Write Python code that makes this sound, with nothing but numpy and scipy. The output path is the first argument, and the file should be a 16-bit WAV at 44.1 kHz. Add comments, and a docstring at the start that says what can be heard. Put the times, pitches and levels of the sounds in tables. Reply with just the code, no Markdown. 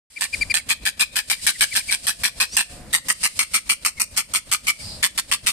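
"""Harsh, rattling notes, about six a second, each led by a gasp: a young heron begs close to a camera.
Noise puffs and clicks from its syrinx pass through resonances that glide as it draws in its neck and
swings its bill over bare ground. A small bird's whistled arches peep nearby; a squeak and soft far tones
are stacked or single sines. Shaped noise makes the thin hiss that comes and goes, the rumble and the echo.
The camera's limiter ducks at loud notes, so the background swells up in the pauses."""
import sys
import numpy as np
from scipy import signal
from scipy.fft import rfft, irfft, next_fast_len
from scipy.io import wavfile
from scipy.ndimage import uniform_filter1d, minimum_filter1d

SR = 44100
rng = np.random.default_rng(int(sys.argv[2]) if len(sys.argv) > 2 else 0)


def store_pcm(level_fs):
    """Save levels as 16-bit WAV."""
    pcm = np.round(np.clip(level_fs, -1, 1) * 32767).astype(np.int16)
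    wavfile.write(sys.argv[1], SR, np.atleast_2d(pcm).T)


N = 243431

# All levels are those ahead of the limiter.
# The heron's notes. Each row: first slap in seconds, seconds until the note has faded by fade_db,
# pulse rate in Hz 20 ms in, relative level in dB, dB held back at the start (negative: an accent).
NOTES = [(0.21, 0.049, 197.9, -7.5, 5), (0.542, 0.048, 167, -5.5, -5.5), (0.691, .041, 217, -1.5, 15),
         (0.854, 0.04, 200, -4, 2), (0.996, .041, 219.3, 0, 12), (1.158, 0.046, 215.8, -4.5, 3.5),
         (1.3, .042, 218.6, -4.5, -1.5), (1.467, 0.043, 213.5, -2, -3), (1.609, 0.04, 219.7, -0.5, -1.5),
         (1.752, 0.044, 212.2, -2, 10), (1.91, 0.045, 210.7, -3, 6.5), (2.069, 0.048, 209.4, -4, 3),
         (2.236, 0.048, 202.2, -4, -0.5), (2.402, 0.045, 208.3, -2.5, 1.5),
         (2.568, .052, 204.2, -2.5, -3.5), (2.93, .047, 161.2, -1.5, 7.5), (3.085, .039, 198, -2, 6),
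         (3.232, 0.042, 213.4, -1, 8.5), (3.392, 0.046, 222.6, -4.5, -4.5), (3.537, 0.044, 221.2, -0.5, 11),
         (3.694, 0.039, 219, -1, 2.5), (3.85, 0.043, 218.4, -5, -4), (3.999, 0.037, 214.4, -1.5, 6),
         (4.167, .042, 208.3, -2.5, 9), (4.338, 0.046, 192.5, -4, 1), (4.516, 0.043, 195, -3.5, 1),
         (4.67, 0.043, 206.8, -2, 6.5), (5.029, .04, 179.3, -1, 3), (5.178, .027, 212.6, -3.5, 3),
         (5.315, .041, 209.7, -3.5, -1), (5.464, 0.047, 203, -2.5, 5)]


def amp(db):
    """Amplitude factor of a level in dB."""
    return 10 ** (np.asarray(db) / 20)


def unit(x):
    """The same sound at an rms of 1."""
    return x / np.sqrt(np.mean(x ** 2) + 1e-20)


def along(points, hz):
    """Values at hz, read from (Hz, value) points on a log frequency axis."""
    f, v = np.transpose(points)
    return np.interp(np.log(hz + 1), np.log(f + 1), v)


def curves(rows, t):
    """Each column after the time, read at the times t."""
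    s, *cols = np.transpose(rows)
    return [np.interp(t, s, c) for c in cols]


def add(track, s, sound):
    """Mix a sound into a track from time s on."""
    i = max(round(s * SR), 0)
    part = track[..., i:i + sound.shape[-1]]
    part += sound[..., :part.shape[-1]]


def filtered(x, response):
    """Shape the spectrum of x by a complex response of frequency."""
    n = x.shape[-1]
    m = next_fast_len(n + 8192)
    spectrum = rfft(x, m) * response(np.fft.rfftfreq(m, 1 / SR))
    return irfft(spectrum, m)[..., :n]


def bell(hz, centre_hz, width_hz):
    """A resonance curve that is 1 at its centre and a half at the edges of its width."""
    return 1 / (1 + (2 * (hz - centre_hz) / width_hz) ** 2)


def causal(db):
    """The response with this gain that rings only after it is struck (minimum phase)."""
    cepstrum = irfft(db * np.log(10) / 20)
    half = len(cepstrum) // 2
    # fold the backward half onto the forward half
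    cepstrum[1:half] *= 2
    cepstrum[half + 1:] = 0
    return np.exp(rfft(cepstrum))


def paired(x, alike):
    """Two unrelated signals, as middle and side, become left and right of a given likeness."""
    def balance(hz):
        angle = np.arccos(np.clip(along(alike, hz), -1, 1)) / 2
        return np.array([np.cos(angle), np.sin(angle)])

    mid, side = filtered(x, balance)
    return np.array([mid + side, mid - side])


def swells(rows, width_hz, alike):
    """Short swells of noise through one resonance; each row is timed at its loudest point."""
    track = np.zeros((2, N))
    for s, length, centre_hz, db in rows:
        swell = np.hanning(int(2 * length * SR))
        noise = rng.standard_normal((2, len(swell)))
        noise = filtered(noise, lambda hz: bell(hz, centre_hz, width_hz))
        add(track, s - length, amp(db) * swell * unit(paired(noise, [(centre_hz, alike)])))
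    return track


def rush(colour, alike, patchy_db):
    """Coloured stereo noise of rms 1, with patches of random gain in time and frequency."""
    z = signal.stft(rng.standard_normal((2, N)), nperseg=512)[2]
    field = uniform_filter1d(rng.standard_normal(z.shape[1:]), size=5, axis=0)
    field = uniform_filter1d(field, size=12, axis=1)
    noise = signal.istft(z * amp(patchy_db * unit(field)), nperseg=512)[1][:, :N]
    coloured = filtered(noise, lambda hz: amp(along(colour, hz)))
    return unit(paired(coloured, alike))


def heron(fade_db=11, start_s=0.0053, chest_db=-31, octave_db=-9):
    """Each note rattles through throat and bill; the pulse rate itself hums faintly from the chest."""
    # Where the bill points. Each row: time in seconds, left over right in dB ahead of the microphones.
    bill_aim = [(.5, -2), (1.05, 3.5), (2.2, 2), (2.57, 0.5), (3.2, 3.5), (4.2, 3.5), (4.7, 0.5), (5.5, 2)]
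    # Likeness of left and right. Each row: frequency in Hz, likeness (1 is the same in both).
    note_likeness = [(500, 0.88), (1700, 0.9), (2300, 0.11), (4500, 0.3), (7000, 0.084), (9000, 0.033),
                     (14000, 0.087)]
    lead_in_s, lead_in_db = .005, -20  # air starts to flow just before the first slap

    voice, chest = np.zeros((2, N)), np.zeros(N)
    t = np.arange(-lead_in_s, .08, 1 / SR)
    age = np.maximum(t, 0)
    for s, length, rate_hz, db, soft_db in NOTES:
        flow, cycles = rattle(t, rate_hz)
        lead_db = min(lead_in_db + soft_db, -6) * (age - t) / lead_in_s
        onset_db = -soft_db * np.exp(-age / start_s)
        ending_db = -fade_db * (age / length) ** 3  # the push of air ends
        effort = amp(lead_db + onset_db + ending_db)

        note = unit(filtered(flow * effort, tract(s))) * np.sqrt(np.mean(effort ** 2))
        pan_db, = curves(bill_aim, s)
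        pan = amp([[pan_db / 2], [-pan_db / 2]])
        add(voice, s + t[0], amp(db) * pan * paired(note, note_likeness))

        hum = np.sin(2 * np.pi * cycles) + amp(octave_db) * np.sin(4 * np.pi * cycles)
        hum_shape = np.sin(np.pi * np.minimum(age / (length + 0.0035), 1))
        add(chest, s + t[0], amp(db + chest_db) * hum * hum_shape)
    return microphone_ports(voice) + chest


def rattle(t, rate_hz, rise=3, scatter_db=3.0, click=2.03):
    """The syrinx slaps shut at an uneven, rising rate; each slap lets out a click and a puff of its own brightness."""
    jitter, snap_s = .07, .0014  # unevenness in cycles; decay of a puff in seconds
    rasp_db, bright_db, split_hz = -14, 1.6, 5000  # steady noise; chance tilt about the split
    cycles = np.cumsum(rate_hz * (1 + rise * (t - .02))) / SR  # rise is a share per second
    cycles -= np.interp(0, t, cycles)

    chance = np.clip(rng.standard_normal((16, 3)), -1.6, 1.6)
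    k = np.arange(len(chance))
    slaps = np.interp(k + jitter * chance[:, 0] * (k > 0), cycles, t)
    sizes, bright = amp(scatter_db * chance[:, 1]), amp(bright_db * chance[:, 2])

    age = t - slaps[:, None]
    puffs = np.exp(np.where(age < 0, 3 * age, -age) / snap_s)  # swells up before a slap, decays after
    noise = rng.standard_normal((2, len(t)))
    dull = filtered(noise, lambda hz: hz < split_hz)
    dull_puffs = (sizes / bright) @ puffs * dull
    bright_puffs = (sizes * bright) @ puffs * (noise - dull)
    flow = dull_puffs + bright_puffs + amp(rasp_db) * noise
    # the clicks go to the middle signal alone
    flow[0, np.minimum(np.searchsorted(t, slaps), len(t) - 1)] += click * sizes
    return flow, cycles


def tract(s):
    """Response at time s of neck, throat, mouth and bill, with bounces off the ground and the spread wings."""
    # The voice under the resonances. 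Each row: frequency in Hz, relative dB per Hz.
    voice_colour = [(100, -56), (300, -14), (480, -8), (620, -14.5), (800, -8.5), (1100, -12), (1600, -6.5),
                    (2500, -0.5), (4000, 1.5), (6500, -7), (8500, 2.5), (10500, -1), (13500, -18),
                    (16000, -47)]
    # A hollow that moves as the bill turns. Each row: time in seconds, centre in Hz, gain in dB.
    bill_hollow = [(.8, 5800, -7), (1.6, 6700, -4), (2.1, 6700, -16), (2.8, 6600, -4), (3.08, 3900, -14),
                   (3.24, 3400, -12), (3.55, 3700, -2), (3.85, 3500, -16), (4, 3400, -21), (4.2, 3750, -8),
                   (4.8, 3700, -2), (5.03, 6000, -5), (5.5, 6100, 0)]
    # Delay of the ground bounce, shorter as the bill is lowered. Each row: time in seconds,
    # delay in seconds ahead of its chance sway.
    ground_delay = [(.2, .00118), (1, .0012), (1.4, 0.0013), (2.2, 0.0012), (2.57, 0.0012), (3.1, 0.001067),
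                    (3.4, 0.00091), (4.6, 0.0009), (5.03, 0.0009)]
    bounce, sway = 0.39, 0.019  # share the ground returns; chance change of its delay per note
    wing_share, wing_delays_s = 0.19, (0.000598, .004)  # what each wing fold returns; delay range
    # Widths in Hz of the resonances of neck, throat, mouth and bill.
    widths_hz = [370, 386, 450, 890]

    centres, heights = resonances(s)
    dip_hz, dip_db = curves(bill_hollow, s)
    ground_s = curves(ground_delay, s)[0] * (1 + sway * rng.standard_normal())
    wings_s = rng.uniform(*wing_delays_s, size=4)

    def response(hz):
        def late(delay_s):
            return np.exp(-2j * np.pi * hz * delay_s)

        peaks = sum(g * bell(hz, f, w) for f, g, w in zip(centres, heights, widths_hz))
        colour = along(voice_colour, hz) + peaks + dip_db * bell(hz, dip_hz, 620)
        bounces = bounce * late(ground_s) + wing_share * sum(map(late, wings_s))
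        return causal(colour) * (1 + bounces)

    return response


def resonances(s):
    """Centres (Hz) and heights (dB) of neck, throat, mouth and bill at time s; heights vary by chance."""
    # Main resonance, in the throat. Each row: time in seconds, centre in Hz, height in dB.
    throat_glide = [(.2, 1790, 10.5), (.85, 1820, 9.5), (1.3, 1690, 4.5), (1.6, 1630, 10.5), (1.9, 1680, 9),
                    (2.55, 1840, 7.5), (3.08, 1935, 9.5), (3.4, 2310, 12), (3.55, 2270, 11), (3.9, 2490, 8),
                    (4.5, 2160, 5.5), (4.67, 2270, 12), (5.03, 1830, 13), (5.5, 1890, 9.5)]
    # Resonance of the mouth. Each row: time in seconds, centre in Hz, height in dB.
    mouth_glide = [(.2, 2430, 2), (1, 2440, 8.5), (1.35, 2250, 8), (1.8, 2250, 1.5), (2.2, 2250, 2.5),
                   (2.57, 2760, 10), (2.93, 2660, -6), (3.24, 2820, 10), (3.4, 2790, 2.5),
                   (4.35, 2840, 3.5), (5.03, 2850, 4), (5.3, 2780, 10)]
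    # Low resonance of the neck: weak near 1.9 s, strong from 2.4 s, then slowly easing.
    # Each row: time in seconds, height in dB.
    neck_height = [(.2, 7), (1.9, 1), (2.4, 12), (3.1, 11.5), (5.5, 9.5)]
    # Bright ring of the bill. Each row: time in seconds, height in dB.
    bill_height = [(.2, 3), (1, 4.5), (1.6, 6.5), (2.3, 5), (3.3, 10), (4.1, 8.5), (4.7, 0.5), (5.5, 8.5)]
    neck_mean_hz, neck_follows = 1191, 0.37  # pitch with the throat at its mean; share of its glide
    bill_hz, stray_db = 8866, 1.5  # stray: chance change of each height from note to note

    throat_hz, throat_db = curves(throat_glide, s)
    mouth_hz, mouth_db = curves(mouth_glide, s)
    throat_mean_hz = np.mean(throat_glide, axis=0)[1]
    neck_hz = neck_mean_hz * (throat_hz / throat_mean_hz) ** neck_follows
    heights = np.array([*curves(neck_height, s), throat_db, mouth_db, *curves(bill_height, s)])
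    heights = heights + stray_db * rng.standard_normal(len(heights))
    return [neck_hz, throat_hz, mouth_hz, bill_hz], heights


def microphone_ports(voice):
    """Each microphone port colours the close voice in its own way, and their phases differ."""
    # Left port. Each row: frequency in Hz, gain in dB.
    left_gain = [(400, -12.5), (1100, -0.5), (2300, 2), (3500, -0.5), (6300, 6), (7400, -3), (8600, -11.5),
                 (10000, -3), (12000, 3.5), (14000, 16)]
    # Right port. Each row: frequency in Hz, gain in dB.
    right_gain = [(400, -9), (1100, -4.5), (2300, -2.5), (3500, -1.5), (6300, 5), (7400, 4.5), (8600, 3.5),
                  (10000, -3.5), (12000, -1), (14000, -6)]
    # Phase between the ports. Each row: frequency in Hz, radians by which the left leads.
    left_lead = [(300, 0.5), (1100, 0.15), (1750, -0.76), (2200, -2), (3200, -2.5), (4800, -2.5),
                 (7000, -2.5), (10000, 1.5), (14000, -16)]

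    def response(hz):
        gains = amp([along(left_gain, hz), along(right_gain, hz)])
        return gains * np.exp(np.array([[.5j], [-.5j]]) * along(left_lead, hz))

    return filtered(voice, response)


def wheezes():
    """The heron draws a thin, whistling gasp, noise through resonances, before each note and wheezes in a pause."""
    # Long wheezes. Each row: loudest point in seconds, width at half height in seconds,
    # centre in Hz, peak level in dB.
    long_wheezes = [(4.875, 0.17, 4850, -36.5), (4.93, 0.091, 4240, -42)]
    gasp_ahead_s, gasp_s = .018, .015  # loudest point ahead of the note; width at half height
    gasp_hz, gasp_db, whistle_hz, whistle_db = 4070, -44, 3950, -49

    times = [s - gasp_ahead_s for s, *_ in NOTES]
    gasps = swells([(s, gasp_s, gasp_hz, gasp_db) for s in times], width_hz=10000, alike=0.066)
    whistles = swells([(s, gasp_s, whistle_hz, whistle_db) for s in times], width_hz=640, alike=.1)
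    return gasps + whistles + swells(long_wheezes, width_hz=640, alike=.1)


def peeps(pan_db=6, rough=0.17):
    """A small bird whistles short arches of pitch; louder ones have stronger overtones."""
    # Each row: middle in seconds, pitch in Hz ahead of the arch, level of the fundamental in dB.
    peep_calls = [(0.175, 2390, -29.5), (.255, 2380, -20), (.342, 2457, -18), (.425, 2415, -12.5),
                  (0.513, 2440, -12), (.598, 2300, -22.5), (1.396, 2030, -35), (1.56, 2050, -26),
                  (1.725, 2310, -19), (1.809, 2430, -21.5), (1.899, 2350, -20.5), (3.984, 2230, -34.5)]
    # Shape of a peep. Each row: seconds from its middle, pitch ratio, gain in dB.
    arch = [(-.018, .98, -42), (-.013, .965, -11), (-.007, .965, -5), (-.001, 1.005, 0), (.003, .975, 0),
            (.007, .89, -6), (.012, .75, -21), (.018, .66, -45)]
    # Overtones. Each row: multiple of the pitch, dB added to the overtone level.
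    peep_overtones = [(2, -1), (3, -13), (4, -10), (5, -23)]
    full_scale_db, grows = -2, 0.46  # overtone level of a 0 dB peep; dB gained per dB of level

    track = np.zeros(N)
    t = np.arange(arch[0][0], arch[-1][0], 1 / SR)
    ratio, shape_db = curves(arch, t)
    for s, pitch_hz, db in peep_calls:
        overtone_db = full_scale_db + grows * db
        waver = 1 + rough * uniform_filter1d(rng.standard_normal(len(t)), size=30)
        phase = 2 * np.pi * np.cumsum(pitch_hz * ratio * waver) / SR
        overtones = sum(amp(overtone_db + g) * np.sin(k * phase) for k, g in peep_overtones)
        add(track, s + t[0], np.sqrt(2) * amp(db + shape_db) * (np.sin(phase) + overtones))
    return track * amp([[pan_db / 2], [-pan_db / 2]])


def squeak(rough=0.1):
    """A thin, reedy stack of high harmonics slides up into one of the notes."""
    # Each row: time in seconds, base pitch in Hz, level in dB.
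    squeak_glide = [(2.473, 1050, -39), (2.507, 1075, -34), (2.533, 1165, -30.5), (2.56, 1276, -34),
                    (2.575, 1320, -50)]
    # Harmonics. Each row: multiple of the base pitch, relative level in dB.
    squeak_harmonics = [(4, 1), (5, 5), (6, -6), (7, -10)]

    track = np.zeros((2, N))
    t = np.arange(squeak_glide[0][0], squeak_glide[-1][0], 1 / SR)
    pitch_hz, db = curves(squeak_glide, t)
    waver = 1 + rough * uniform_filter1d(rng.standard_normal(len(t)), size=40)
    phase = 2 * np.pi * np.cumsum(pitch_hz * waver) / SR
    tone = unit(sum(amp(g) * np.sin(k * phase) for k, g in squeak_harmonics))
    add(track, squeak_glide[0][0], amp(db) * tone)
    return track


def yard(x, gap_s=0.0066):
    """Walls and trees scatter a faint noise tail, drawn anew for each third of a second of sound."""
    # Each row: frequency in Hz, time in seconds to die away by 60 dB.
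    echo_t60 = [(200, .25), (1000, 0.26), (2500, 0.25), (8000, 0.26), (14000, 0.41)]
    # Each row: frequency in Hz, relative level in dB.
    echo_colour = [(200, -20), (1000, 2.5), (2500, 9.5), (5000, 8.5), (8500, 6), (14000, -4)]

    wet = np.zeros((2, N))
    step = SR // 3
    for i in range(0, N, step):
        hz, t, z = signal.stft(rng.standard_normal((2, SR // 2)), SR, nperseg=256)
        decay_db = -60 * t / along(echo_t60, hz)[:, None]
        tail_db = along(echo_colour, hz)[:, None] + decay_db
        tail = signal.istft(z * amp(tail_db), SR, nperseg=256)[1]
        tail = tail / np.linalg.norm(tail[0])
        add(wet, i / SR + gap_s, signal.fftconvolve(x[:, i:i + step], tail, axes=1))
    return wet


def far_tones(waver=0.0076):
    """Soft sines with wavering pitch drift in from far off."""
    # Each row: start in seconds, length in seconds, start and end pitch in Hz ahead of the waver,
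    # level in dB.
    tone_glides = [(1.65, 0.885, 700, 677, -55), (2.1, 0.58, 493.5, 511, -55), (2.62, 0.27, 706, 730, -54),
                   (2.68, 0.15, 586, 532, -57), (4.78, 0.21, 838, 833, -59.5), (4.85, 0.18, 565, 612, -61),
                   (4.9, 0.19, 915, 885, -71)]

    track = np.zeros(N)
    for s, length, start_hz, end_hz, db in tone_glides:
        n = int(length * SR)
        drift = unit(uniform_filter1d(rng.standard_normal(n), size=800))
        pitch_hz = np.linspace(start_hz, end_hz, n) * (1 + waver * drift)
        tone = unit(np.sin(2 * np.pi * np.cumsum(pitch_hz) / SR))
        add(track, s, amp(db) * tone * signal.windows.tukey(n))
    return track


def background(air_db=-55):
    """Low outdoor rumble, faint air and a thin hiss, each of shaped noise."""
    # Hiss over time. Each row: time in seconds, level in dB.
    hiss_level = [(.1, -52.5), (.3, -31.5), (.75, -52), (1.12, -45.5), (1.36, -28.5), (1.75, -24),
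                  (2.36, -39), (2.6, -30), (2.85, -52.5), (3.22, -28.5), (3.52, -35.5), (3.7, -42.5),
                  (4.45, -49), (4.78, -35), (5.02, -45), (5.3, -38.5), (5.52, -45)]
    # Each row: frequency in Hz, relative dB per Hz.
    hiss_colour = [(880, -56), (1500, -13), (2430, -5), (2700, -3), (3470, -4.5), (4950, 1.5), (6120, -7),
                   (8750, 4), (11600, -12), (14000, -16), (15500, -35)]
    # Rumble over time. Each row: time in seconds, level in dB.
    rumble_level = [(.1, -66.5), (.28, -43.5), (.5, -37.5), (.75, -41), (1.2, -43.5), (1.75, -41),
                    (2.2, -41.5), (2.8, -40.5), (3.3, -42.5), (3.8, -44), (4.6, -43), (5.52, -40)]
    # Each row: frequency in Hz, relative dB per Hz.
    rumble_colour = [(15, -8), (25, -1), (33, -6), (47, 5.5), (62, 0), (85, .5), (100, -6), (120, -5),
                     (250, -6.5), (390, -18.5), (560, -11), (750, -19), (1200, -21), (2400, -24.5),
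                     (5000, -50)]
    # Low swells of rumble. Each row: loudest point in seconds, width at half height in seconds,
    # centre in Hz, peak level in dB.
    rumble_swells = [(.39, 0.1, 72.6, -43), (.48, 0.09, 73, -38), (4.85, 0.074, 99, -42.5),
                     (4.97, 0.077, 69.6, -50)]

    t = np.arange(N) / SR
    rumble_noise = rush(rumble_colour, [(100, .9), (300, .7), (2000, .4)], patchy_db=1.2)
    rumble = amp(curves(rumble_level, t)[0]) * rumble_noise
    hiss = amp(curves(hiss_level, t)[0]) * rush(hiss_colour, [(3000, 0.013)], patchy_db=0.0)
    air_colour = [(300, -20), (2000, 0), (9000, -5), (14000, -11)]  # (Hz, relative dB per Hz)
    air = amp(air_db) * rush(air_colour, [(3000, .2)], patchy_db=1.5)
    return rumble + swells(rumble_swells, width_hz=41, alike=0.98) + hiss + air


def scene(echo_db=-21, peep_echo_db=-25):
    """The birds, their echo, the far tones and the open air."""
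    chatter, small_bird = heron(), peeps()
    echo = yard(amp(echo_db) * chatter + amp(peep_echo_db) * small_bird)
    return chatter + wheezes() + small_bird + squeak() + echo + far_tones() + background()


def limiter(x, threshold_db=-13, range_db=12, hold_s=0.075, ahead_s=0.0049, release_s=0.011):
    """The gain drops just ahead of a loud sound, is held, then comes back quickly."""
    power = uniform_filter1d(np.mean(x ** 2, axis=0), size=130)
    level_db = 10 * np.log10(np.abs(power) + 1e-12)
    needed_db = -np.clip(2 * (level_db - threshold_db), 0, range_db)  # 2 dB down per dB over
    span = int((hold_s + ahead_s) * SR) | 1
    held_db = minimum_filter1d(needed_db, span, origin=span // 2 - int(ahead_s * SR))
    pole = np.exp(-1 / (release_s * SR))
    released_db = np.minimum(held_db, signal.lfilter([1 - pole], [1, -pole], held_db))
    return x * amp(uniform_filter1d(released_db, size=260))


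def record(dry):
    """The camera's sound opens after a moment, passes the limiter, rounds off peaks and ends at its band limit."""
    top_hz = 14350
    opened = np.clip((np.arange(N) / SR - .1) / .004, 0, 1)  # silent for 0.1 s, then a 4 ms fade-in
    limited = limiter(dry * opened)
    rounded = limited / (1 + np.abs(limited / .92) ** 8) ** (1 / 8)  # peaks stay under 0.92
    return filtered(rounded, lambda hz: 1 / np.sqrt(1 + (hz / top_hz) ** 120))


dry = scene()
out = record(dry)
store_pcm(out)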